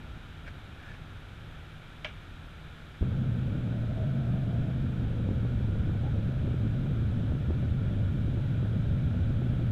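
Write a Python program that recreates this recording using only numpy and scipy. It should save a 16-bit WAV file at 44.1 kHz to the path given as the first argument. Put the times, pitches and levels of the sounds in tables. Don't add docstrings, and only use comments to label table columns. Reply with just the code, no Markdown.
import sys
import numpy as np
from scipy import signal
from scipy.fft import rfft, irfft
from scipy.io import wavfile
from scipy.ndimage import uniform_filter1d

SR = 44100
rng = np.random.default_rng(int(sys.argv[2]) if len(sys.argv) > 2 else 0)


def waveform_to_disk(signal):
    frames = np.transpose(np.atleast_2d(signal))
    scaled = np.clip(frames, -1, 1) * 32767
    samples = np.round(scaled).astype(np.int16)
    wavfile.write(sys.argv[1], SR, samples)


N = 428211
T = np.arange(N) / SR
PRESS_S, PRESS_RISE_S = 4.5, 0.76


def undb(db):
    return 10 ** (np.asarray(db) / 20)


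def unit(x):
    return x / np.sqrt(np.mean(x ** 2))


def curves(table):
    s, *columns = np.transpose(table)
    return [np.interp(T, s, column) for column in columns]


def ramp(start_s, rise_s):
    return np.clip((T - start_s) / rise_s, 0, 1)


def bell(centre_s, width_s):
    return np.exp(-.5 * ((T - centre_s) / width_s) ** 2)


def noise(colour, peaks=()):
    f = np.fft.rfftfreq(N, 1 / SR)
    hz, db = np.transpose(colour)
    shape_db = np.interp(np.log(f + 1), np.log(hz), db, right=-np.inf)
    for centre_hz, width_hz, boost_db in peaks:
        shape_db = shape_db + boost_db / (1 + (2 * (f - centre_hz) / width_hz) ** 2)
    white = rng.standard_normal(N)
    return unit(irfft(rfft(white) * undb(shape_db), N))


def walk(rate):
    k = max(int(SR / rate), 1)
    steps = np.repeat(rng.standard_normal(N // k + 1), k)[:N]
    return unit(uniform_filter1d(uniform_filter1d(steps, k), k))


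def add(out, start_s, sound):
    i = int(start_s * SR)
    out[i:i + len(sound)] += sound[:N - i]


def wavering(hz, jitter, rate):
    pitch_hz = hz * (1 + jitter * walk(rate))
    return np.sqrt(2) * np.sin(2 * np.pi * np.cumsum(pitch_hz) / SR)


def scraping(hz, width_hz, clear_db):
    rough = (walk(width_hz) + 1j * walk(width_hz)) / np.sqrt(2)
    tone = undb(clear_db) * np.exp(1j * walk(width_hz / 2))
    carrier = np.exp(2j * np.pi * np.cumsum(hz) / SR)
    return unit(np.real((rough + tone) * carrier))


# pitch_hz [Hz], level_db [dB per Hz]
HISS_SPECTRUM = [(200, -3.5), (780, -6.5), (1080, -10), (1700, -4.5), (2050, -11.5), (2700, -10.5),
                 (3300, -7), (3850, -10), (4300, -19.5), (5300, -24), (7300, -27.5), (8500, -30),
                 (12700, -32.5), (18000, -50.5)]
# pitch_hz [Hz], width_hz [Hz], boost_db [dB]
HISS_RESONANCES = [(1355, 336, 8.5), (2330, 390, 6.5)]


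def hiss():
    return undb(-53.0) * noise(HISS_SPECTRUM, HISS_RESONANCES)


# pitch_hz [Hz], level_db [dB per Hz]
IDLE_SPECTRUM = [(15, -5.5), (40, 0), (90, -3), (125, -4), (160, -6), (200, -12.5), (260, -14),
                 (330, -17.5), (450, -24.5), (800, -25), (1500, -43.5)]


def idling(rumble_db=-45.5, drone_db=-51, fade_db_per_s=1, swell_db=1):
    change_db = swell_db * walk(5) - fade_db_per_s * T
    rumble = noise(IDLE_SPECTRUM) * undb(rumble_db + change_db)
    drone = wavering(88, jitter=0.1397, rate=50) * undb(drone_db + change_db)
    thin_hum = undb(-57.0) * wavering(156, jitter=.008, rate=12)
    return rumble + drone + thin_hum


# centre_s [s], width_s [s], level_db [dB]
BRUSH_STROKES = [(.33, .03, -64), (.475, .013, -51), (.81, 0.02, -54.5), (.875, .028, -50.5),
                 (.945, 0.022, -55)]
# pitch_hz [Hz], level_db [dB per Hz]
BRUSH_SPECTRUM = [(500, -3), (1200, -4), (1720, 9.5), (1980, -6), (2330, 3), (2700, -8), (3500, -13),
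                  (4500, -17), (7000, -25), (9000, -34), (14000, -52)]


def brushing(grain_db=3.0, grain_rate=130):
    touch = sum(undb(db) * bell(centre_s, width_s) for centre_s, width_s, db in BRUSH_STROKES)
    grain = undb(grain_db * walk(grain_rate))
    return touch * grain * noise(BRUSH_SPECTRUM)


# start_s [s], length_s [s], middle pitch_hz [Hz], glide_hz_per_s [Hz per s], level_db [dB]
WET_RUBS = [(5.04, 0.054, 765, 0, -58), (6.021, .075, 790, 1200, -50), (6.125, 0.07, 540.4, 600, -51.5)]


def rubbing():
    out = np.zeros(N)
    for start_s, length_s, hz, glide_hz_per_s, db in WET_RUBS:
        n = int(length_s * SR)
        pitch_hz = hz + glide_hz_per_s * (T - length_s / 2)
        squeak = scraping(pitch_hz, width_hz=220, clear_db=-1)[:n]
        add(out, start_s, undb(db) * squeak * signal.windows.tukey(n, .4))
    return out


# pitch_hz [Hz], level_db [dB within the ring], t60_s [s to fade by 60 dB]
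CLACK_RING = [(612, -4, .14), (1003, -9, .08), (1324, -15, .12), (1434, -8, .1), (1640, -6, .1),
              (1692, -5, .12), (1787, -13, .12), (2260, -3, .09), (2326, 1, .1), (2408, -4, .07),
              (2689, -2, .08), (2790, -11, .1), (2837, -10, .1), (2950, -8, .08), (3160, -5, .1),
              (3208, -8, .09), (3480, -12, .09), (4016, -19, .1), (4880, -22, .06), (5550, -24, .08)]
# pitch_hz [Hz], level_db [dB per Hz]
CRACK_SPECTRUM = [(250, -13), (650, -3), (1100, -3), (1900, -5), (2300, 9), (2500, -3), (2800, 3),
                  (3300, -1), (4200, -17), (6000, -22), (8000, -38), (14000, -52)]
# pitch_hz [Hz], level_db [dB per Hz]
TICK_SPECTRUM = [(1000, -10), (3500, -2), (6500, 0), (8000, -13), (10500, -19), (14000, -40)]
# start_s [s], level_db [dB]
CLACK_CONTACTS = [(2.0451, -33), (2.0484, -30), (2.0565, -40), (2.0635, -43), (2.073, -46), (2.0868, -54),
                  (2.094, -53)]


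def clack(ring_db=-34.5, ring_rise_s=0.0017, rise_s=0.0004, grain_db=3.0):
    crack_t60_s, room_t60_s, tick_t60_s = 0.029, 0.22, .016
    room_db, tick_db = -13.0, -22
    out, t = np.zeros(N), T[:SR // 2]
    ring = np.zeros(len(t))
    for hz, db, t60_s in CLACK_RING:
        phase = 2 * np.pi * rng.random()
        ring += undb(db - 60 * t / t60_s) * np.sin(2 * np.pi * hz * t + phase)
    ring_attack = 1 - np.exp(-t / ring_rise_s)
    add(out, CLACK_CONTACTS[0][0], undb(ring_db) * ring_attack * ring)

    attack = 1 - np.exp(-(t / rise_s) ** 2)
    fade = undb(-60 * t / crack_t60_s) + undb(room_db - 60 * t / room_t60_s)
    for start_s, db in CLACK_CONTACTS:
        grit = unit(noise(CRACK_SPECTRUM) * undb(grain_db * walk(900)))[:len(t)]
        tick = undb(tick_db - 60 * t / tick_t60_s) * noise(TICK_SPECTRUM)[:len(t)]
        add(out, start_s, undb(db) * attack * (tick + fade * grit))
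    return out


# time_s [s], pitch_hz [Hz], level_db [dB]
WHIR_PATH = [(3.1, 482, -56), (3.28, 515, -55), (3.5, 556, -54), (3.8, 599.7, -54), (3.97, 635.2, -48),
             (4.4, 656, -51), (4.68, 643.2, -52), (4.82, 620.3, -63), (5.02, 519, -60), (5.2, 500.3, -50),
             (5.9, 511, -56), (6.38, 590, -54), (6.7, 575, -58), (9.7, 579, -56.5)]


def whirring(fade_s=.05):
    hz, db = curves(WHIR_PATH)
    whir = scraping(hz, width_hz=205, clear_db=-6.5)
    return ramp(WHIR_PATH[0][0], fade_s) * undb(db) * whir


def knock(hz, cycles):
    t = T[:SR // 10] - T[SR // 20]
    return -np.exp(-np.abs(t) * hz / cycles) * np.sin(2 * np.pi * hz * t)


# centre_s [s], level_db [dB], pitch_hz [Hz], snap_level_db [dB]
HARD_JOLTS = [(3.028, -22, 310, -41), (4.8423, -28, 280, -48), (5.2901, -25, 290, -36),
              (5.313, -25, 270.5, -42), (5.4513, -28, 400, -42), (5.7565, -31, 400.3, -38),
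              (5.8728, -25, 271, -50), (5.896, -27, 290, -39), (5.9528, -29, 268.9, -41),
              (6.0654, -26, 299.2, -40), (6.2918, -25, 300, -47), (6.4783, -23.5, 320, -50),
              (6.5433, -25, 300, -46), (6.658, -34, 300, -42), (6.8594, -29, 289.5, -37),
              (7.0228, -27, 290, -55), (7.3221, -27, 320, -35), (7.3517, -24, 260.7, -52),
              (7.3723, -30, 320.2, -46), (7.5066, -19.5, 308, -39), (7.628, -32, 279.7, -42),
              (8.2834, -24.5, 270, -40), (8.3735, -27, 330, -43), (8.6289, -27, 269.6, -41),
              (9.082, -27, 250, -56), (9.2264, -32, 264.4, -50), (9.3061, -24.5, 290.3, -52),
              (9.4198, -24, 311.7, -40), (9.4699, -26, 309.8, -46), (9.536, -30, 319.7, -43),
              (9.5956, -27, 290, -43), (9.6264, -24, 280, -45)]


def knocks(count=55, thump_s=3.024, jolt_cycles=0.47):
    out, lead_s = np.zeros(N), T[SR // 20]
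    add(out, 3.012 - lead_s, undb(-27) * knock(250, cycles=0.37))
    add(out, thump_s - lead_s, -undb(-16.0) * knock(49, cycles=0.28))
    for centre_s, db, hz, snap_db in HARD_JOLTS:
        jolt = undb(db) * knock(hz, cycles=jolt_cycles)
        snap = undb(snap_db) * knock(685, cycles=0.38)
        add(out, centre_s - lead_s, jolt + snap)
    for when, size, pitch in rng.random((count, 3)):
        centre_s = PRESS_S + when * (T[-1] - PRESS_S)
        bump_db = -41.5 + 6 * size
        bump_hz = 257 + 200 * pitch
        add(out, centre_s - lead_s, undb(bump_db) * knock(bump_hz, cycles=jolt_cycles))
    return out


# time_s [s], pitch_hz [Hz]
MOTOR_PITCH = [(3.07, 127.7), (3.2, 117.3), (3.6, 118), (4.15, 126.8), (4.36, 116.7), (4.5, 125),
               (4.65, 113), (5.14, 127), (5.32, 96.5), (5.44, 117.8), (5.92, 105.2), (6.06, 118.2),
               (6.16, 107.1), (6.54, 123.9), (6.62, 109.1), (6.88, 124.1), (7.08, 99.2), (7.4, 121.6),
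               (7.46, 109.7), (7.8, 117.7), (8.06, 106.5), (8.26, 127.8), (8.38, 113.8), (9.0, 121.1),
               (9.08, 111.4), (9.68, 114.1)]
# pitch_hz [Hz], level_db [dB per Hz]
JUDDER_SPECTRUM = [(50, -44.5), (110, -3.5), (170, 2), (240, -0.65), (300, -9), (380, -15.5), (500, -17),
                   (640, -22), (800, -27), (1100, -38), (2000, -77)]
# pitch_hz [Hz], level_db [dB per Hz]
RUMBLE_SPECTRUM = [(8, 2), (30, 7), (55, 5), (80, 12.5), (130, -18.5), (300, -56)]


def drive(start_s=3.008, start_rise_s=0.0059, pull_up_share=0.752, pull_up_s=.02):
    load = ramp(PRESS_S, PRESS_RISE_S)
    speed = 1 - pull_up_share * np.exp(-np.abs(T - start_s) / pull_up_s)
    hz = curves(MOTOR_PITCH)[0] * speed * (1 + 0.0505 * walk(45))
    flutter = .15 + .03 * load
    ease_db = -2 * bell(3.55, 0.12)
    load_db = load * (-0.5 + 0.44 * (T - PRESS_S))
    hum_db = -30.5 + ease_db + load_db + 0.94 * walk(40)
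    hum = wavering(hz, flutter, rate=230) * undb(hum_db)
    judder = noise(JUDDER_SPECTRUM) * undb(-36 + 1.0 * walk(70))
    rumble = noise(RUMBLE_SPECTRUM) * undb(-39.5 + 4 * load + 1.5 * walk(6))
    rush = undb(-61.5) * noise([(900, -17.5), (1300, -2.5), (1480, 6.0), (1700, -10.5), (2200, -38.0)])
    return ramp(start_s, start_rise_s) * (hum + judder + rumble + rush)


def scene():
    background = hiss() + idling()
    handling = brushing() + rubbing() + clack()
    wheel = whirring() + knocks() + drive()
    return (background + handling + wheel)[None]


def record(dry, top_hz=15300):
    low_pass = signal.ellip(8, .2, 70, top_hz, fs=SR, output="sos")
    return signal.sosfilt(low_pass, dry)


dry = scene()
out = record(dry)
waveform_to_disk(out)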